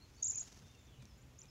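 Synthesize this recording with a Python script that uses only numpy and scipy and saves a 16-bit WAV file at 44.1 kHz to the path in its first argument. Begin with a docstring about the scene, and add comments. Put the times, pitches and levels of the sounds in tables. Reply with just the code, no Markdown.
"""Far songbirds whistle over a low outdoor rumble; then a waxwing flies off a snowy roof gutter with a high trill.
The trill is one near-sine thrown into quick arches, high and low in turn; a second bird adds softer notes.
Wings flutter away as coloured noise swelling at each stroke. The gutter gives light ticks (decaying noise)
and soft bumps (decaying low sines). Far birds are bent sines; rumble and hiss are noise with a faint hum."""
import sys
import numpy as np
from scipy import signal
from scipy.fft import rfft, irfft
from scipy.io import wavfile

SR = 44100
rng = np.random.default_rng(int(sys.argv[2]) if len(sys.argv) > 2 else 0)


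def int16_out(signal):
    """Quantize to a 16-bit WAV file."""
    q = np.round(np.clip(np.atleast_2d(signal).T, -1, 1) * 32767)
    wavfile.write(sys.argv[1], SR, q.astype(np.int16))


N = 66150
TIME = np.arange(N) / SR


def from_db(db):
    """Decibels to amplitude gain."""
    return 10 ** (np.asarray(db) / 20)


def drift(rate_hz):
    """Smooth random wander of spread 1: white noise through two equal one-pole low-passes."""
    pole = np.exp(-2 * np.pi * rate_hz / SR)
    white = rng.standard_normal(2 * N)
    slow = signal.lfilter([1], [1, -2 * pole, pole * pole], white)[N:]  # first half settles the filter
    return slow / slow.std()


def noise(spectrum):
    """Noise of rms 1, coloured by a relative spectrum of (freq_hz, density_db)."""
    freq_hz, density_db = np.transpose(spectrum)
    bin_hz = np.arange(N // 2 + 1) * SR / N + 1  # +1 avoids log(0)
    gain = from_db(np.interp(np.log(bin_hz), np.log(freq_hz), density_db))
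    gain *= np.minimum(bin_hz / freq_hz[0], 1) ** 2  # roll-off below the first point
    x = irfft(rfft(rng.standard_normal(N)) * gain, N)
    return x / x.std()


def swell(at_s, width_s):
    """Gaussian rise and fall, peak 1."""
    return np.exp(-.5 * ((TIME - at_s) / width_s) ** 2)


def yard(x, wet_db, t60_s):
    """Direct sound plus a diffuse decaying tail and a few near echoes off roof and walls."""
    # columns: delay_s, level_db
    echoes = [(.0042, -33), (0.0091, -24), (0.02, -23), (.031, -29)]
    response = rng.standard_normal(N) * from_db(-60 * TIME / t60_s)
    response *= from_db(wet_db) / np.linalg.norm(response)
    for delay_s, level_db in echoes:
        response[int(delay_s * SR)] += from_db(level_db)
    return x + signal.fftconvolve(x, response)[:N]


def background():
    """Outdoor rumble and hiss as shaped noise, with a faint wavering hum that comes up."""
    # columns: freq_hz, density_db (relative)
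    air_spectrum = [(25, -31), (40, -6.5), (62, 3), (100, -3), (160, -8.5), (240, -10.5), (400, -15.5),
                    (800, -21), (1700, -25.5), (2600, -24), (4600, -30), (6300, -27.5), (7400, -30),
                    (8000, -38), (11000, -38), (15500, -40.5)]
    # columns: time_s, level_db
    hum_level = [(0, -70.5), (.5, -70), (.62, -66), (1.5, -63.5)]
    air_db, hum_hz, hum_waver = -62.5, 127, 0.025  # waver: share of pitch
    hum_pitch_hz = hum_hz * (1 + hum_waver * drift(7.7))
    hum = np.sin(2 * np.pi * np.cumsum(hum_pitch_hz) / SR)
    hum_gain = from_db(np.interp(TIME, *np.transpose(hum_level)))
    return from_db(air_db) * noise(air_spectrum) + hum_gain * hum


def far_birds():
    """Short sine whistles of far songbirds, each bent through three pitches with a fast random waver."""
    # columns: start_s, length_s, first_hz, middle_hz, last_hz, level_db
    far_notes = [(0, .05, 3850, 4400, 4150, -66.5), (.162, .048, 4480, 4523, 4470, -71.5),
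                 (.205, 0.093, 3665, 3690, 3655, -72), (0.322, .04, 2173, 2430, 2660, -69.5),
                 (0.618, 0.12, 3553, 3640, 3540, -76), (0.729, 0.034, 2820, 2740, 2660, -71),
                 (0.751, 0.098, 3600, 3565, 3560, -76), (0.869, 0.039, 3620, 3420, 3400, -70.5),
                 (0.915, 0.038, 3380, 3100, 2580, -71), (0.968, 0.013, 2790, 2920, 3100, -72),
                 (.992, .032, 4300, 3830, 3340, -73), (.992, .062, 2570, 2435, 2196, -73.5),
                 (1.06, .08, 5840, 5180, 4970, -74.5), (1.112, 0.014, 3445, 3430, 3450, -71),
                 (1.169, 0.021, 1620, 1580, 1540, -72.5), (1.427, 0.029, 2400, 2466, 2417, -74.5),
                 (1.482, 0.031, 5260, 5050, 4950, -64)]
    out = np.zeros(N)
    waver = 1 + .014 * drift(121.6)
    for start_s, length_s, first_hz, middle_hz, last_hz, level_db in far_notes:
        u = np.clip((TIME - start_s) / length_s, 0, 1)
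        pitch_hz = np.interp(u, [0, .5, 1], [first_hz, middle_hz, last_hz]) * waver
        envelope = np.sqrt(np.abs(np.sin(np.pi * u)))
        out += from_db(level_db) * envelope * np.sin(2 * np.pi * np.cumsum(pitch_hz) / SR)
    return out


def gutter():
    """Dry ticks as noise with instant onset and exponential decay; soft bumps as decaying low sines."""
    # columns: start_s, level_db, decay_s (time constant)
    ticks = [(.427, -53.5, .0016), (.479, -52, .0011), (.528, -52, .0011), (.562, -57, .001),
             (1.0235, -56, .0011), (1.0546, -48.5, .0009), (1.456, -49, .0006)]
    # columns: freq_hz, density_db (relative)
    tick_spectrum = [(800, -12), (3000, 15.5), (6300, 24.5), (8000, 15), (11000, -18), (15000, -35)]
    # columns: start_s, pitch_hz, level_db, t60_s
    bumps = [(0.987, 130.4, -49, 0.21), (1.025, 215.4, -56.5, 0.18)]
    tick_envelope = np.zeros(N)
    for start_s, level_db, decay_s in ticks:
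        decay = np.exp(-np.abs(TIME - start_s) / decay_s)
        tick_envelope += from_db(level_db) * (TIME >= start_s) * decay
    out = tick_envelope * noise(tick_spectrum)
    for start_s, pitch_hz, level_db, t60_s in bumps:
        t = np.maximum(TIME - start_s, 0)
        out += from_db(level_db - 60 * t / t60_s) * np.sin(2 * np.pi * pitch_hz * t)
    return out


def wings():
    """Noise swish per stroke, a crackly feather rustle pulsing with the strokes, and low gusts of air."""
    # columns: peak_s, level_db
    strokes = [(0.27, -72), (0.326, -64.5), (0.379, -65.5), (0.426, -62.5), (0.476, -62.5), (0.525, -64),
               (0.572, -64.5), (0.626, -66), (.669, -69.5), (1.027, -64.5), (1.443, -68.5)]
    # columns: peak_s, width_s, level_db
    gusts = [(0.091, 0.0072, -67), (0.288, 0.028, -61.5), (.37, 0.045, -61), (0.561, 0.021, -60.5),
             (0.639, 0.035, -59), (1.14, 0.016, -62.5), (1.26, 0.029, -62.5)]
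    # spectra of swish, rustle and gusts; columns: freq_hz, density_db (relative)
    swish_spectrum = [(200, 9.5), (500, 2.5), (1500, -0.5), (2500, -7), (6000, -5), (9000, -16),
                      (15000, -33)]
    feather_spectrum = [(800, -8.5), (2500, -7), (4000, -5.5), (6200, 3.5), (8000, -13.5), (11000, -17),
                        (15000, -27)]
    gust_spectrum = [(25, -27), (60, 8.5), (110, 2), (200, -4), (500, -34), (2000, -60)]
    stroke_width_s = 0.006
    rustle_db, rustle_at_s, rustle_width_s = -70, 0.44, 0.21  # level before the beat factor
    steady_rustle, stroke_rustle = 1.5, 0.69  # gain between strokes, extra gain at each
    crackle_db, crackle_hz = 3.5, 130  # feathers brush unevenly

    swish_gain = sum(from_db(level_db) * swell(peak_s, stroke_width_s) for peak_s, level_db in strokes)
    swish = swish_gain * noise(swish_spectrum)

    beat = steady_rustle + stroke_rustle * sum(swell(peak_s, stroke_width_s) for peak_s, _ in strokes)
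    feathers = noise(feather_spectrum) * from_db(crackle_db * drift(crackle_hz))
    feathers /= feathers.std()
    rustle = from_db(rustle_db) * beat * swell(rustle_at_s, rustle_width_s) * feathers

    gust_gain = sum(from_db(level_db) * swell(peak_s, width_s) for peak_s, width_s, level_db in gusts)
    return swish + rustle + gust_gain * noise(gust_spectrum)


def whistle(arches, rise_curve, fall_curve, weaker_db_per_khz):
    """Near-sine voice gliding first-top-last in each arch; it weakens at low pitch and can sag in level."""
    full_voice_hz = 6846  # weakens below this
    octave_db, fade_s = -49, 0.0027
    sag_width = 0.38  # share of half an arch
    out = np.zeros(N)
    jitter = 1 + 0.0008 * drift(160)
    flutter_db = 0.6 * drift(53)
    for start_s, length_s, first_hz, top_hz, last_hz, level_db, sag_db, sag_at in arches:
        on = (TIME >= start_s) & (TIME < start_s + length_s)
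        t = TIME[on] - start_s
        u = 2 * t / length_s - 1  # -1 start, 0 top, 1 end
        rise_hz = (top_hz - first_hz) * np.maximum(-u, 0) ** rise_curve
        fall_hz = (top_hz - last_hz) * np.maximum(u, 0) ** fall_curve
        pitch_hz = (top_hz - rise_hz - fall_hz) * jitter[on]
        fade = np.sin(np.pi / 2 * np.clip(np.minimum(t, length_s - t) / fade_s, 0, 1))
        below_khz = np.maximum(full_voice_hz - pitch_hz, 0) / 1000
        sag = sag_db * np.exp(-.5 * ((u - sag_at) / sag_width) ** 2)
        voice_db = level_db + flutter_db[on] - weaker_db_per_khz * below_khz - sag
        phase = 2 * np.pi * np.cumsum(pitch_hz) / SR
        tone = np.sin(phase) + from_db(octave_db) * np.sin(2 * phase)
        out[on] += fade * from_db(voice_db) * tone
    return out


def soft_notes():
    """Second bird: quiet notes that glide more evenly and weaken less at low pitch."""
    # columns: start_s, length_s, first_hz, top_hz, last_hz, level_db, sag_db, sag_at (-1 start to 1 end)
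    soft_arches = [(.146, .026, 4600, 6400, 7200, -63, 6, .3),
                   (.786, .012, 6700, 7450, 6900, -68.5, 3.5, 0), (.806, .012, 6670, 7050, 6700, -70, 4, 0),
                   (.828, .014, 6960, 7300, 7060, -72, 4, 0), (.848, .011, 6700, 7200, 6800, -70, 4, 0),
                   (.867, .007, 6700, 5850, 5100, -63.5, 0, 0), (1.178, .014, 6700, 7170, 6900, -68, 2, 0),
                   (1.215, .014, 6600, 7130, 7460, -67, 0, 0),
                   (1.381, .0045, 5300, 5400, 5200, -56.5, 0, 0),
                   (1.3868, .0125, 5500, 7020, 7100, -50.3, 7, .9),
                   (1.4005, .0135, 6700, 7250, 7150, -56, 6, -.1),
                   (1.4145, .0058, 7300, 6100, 5100, -44.3, 12, -.7),
                   (1.4205, .0045, 6300, 5600, 5200, -56, 0, 0),
                   (1.4283, .011, 6700, 7200, 7550, -57.5, 4, .1)]
    return whistle(soft_arches, rise_curve=1.5, fall_curve=1.5, weaker_db_per_khz=3)


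def trill():
    """Waxwing trill: a run of quick arches on one voice that eases in."""
    # columns: start_s, length_s, first_hz, top_hz, last_hz, level_db (before trill_db), sag_db,
    # sag_at (-1 start to 1 end)
    trill_arches = [(.2205, .0172, 5500, 6730, 4400, -24.6, 3, -.5),
                    (.2414, .0158, 5700, 7470, 6100, -27.6, 3, .1),
                    (.2565, .0205, 6200, 6940, 4700, -27, 6, -.1),
                    (.2785, .0172, 5800, 7460, 6200, -29.2, 6, .5),
                    (.295, .0198, 6000, 7120, 4600, -28.9, 0, 0),
                    (.3168, .0168, 6100, 7300, 6300, -33.5, 12, .1),
                    (.3322, .0212, 5600, 6850, 5000, -28, 28, -.1),
                    (.354, .0188, 5300, 7300, 6300, -30.5, 15, .2),
                    (.372, .0198, 6000, 6930, 4600, -31.2, 3, -.3),
                    (.3922, .0178, 5500, 7500, 6000, -35.5, 4, 0),
                    (.4075, .0145, 5400, 6850, 6200, -33, 9, .7)]
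    trill_db, onset_at_s, onset_s = -2.2, 0.2262, 0.0012
    ease_in = .5 + .5 * np.tanh(.5 * (TIME - onset_at_s) / onset_s)
    voice = whistle(trill_arches, rise_curve=3.3, fall_curve=2.38, weaker_db_per_khz=9.5)
    return from_db(trill_db) * ease_in * voice


def scene():
    """Near birds and gutter in the yard, far birds with more echo, dry wings and background."""
    near = yard(trill() + soft_notes() + gutter(), wet_db=-14, t60_s=0.27)
    far = yard(far_birds(), wet_db=1, t60_s=0.29)
    return (near + far + wings() + background())[None]


def record(dry):
    """Steep elliptic low-pass on the top treble."""
    cutoff_hz, ripple_db, stop_db = 15750, .1, 70
    low_pass = signal.ellip(12, ripple_db, stop_db, cutoff_hz, fs=SR, output="sos")
    return signal.sosfilt(low_pass, dry)


dry = scene()
out = record(dry)
int16_out(out)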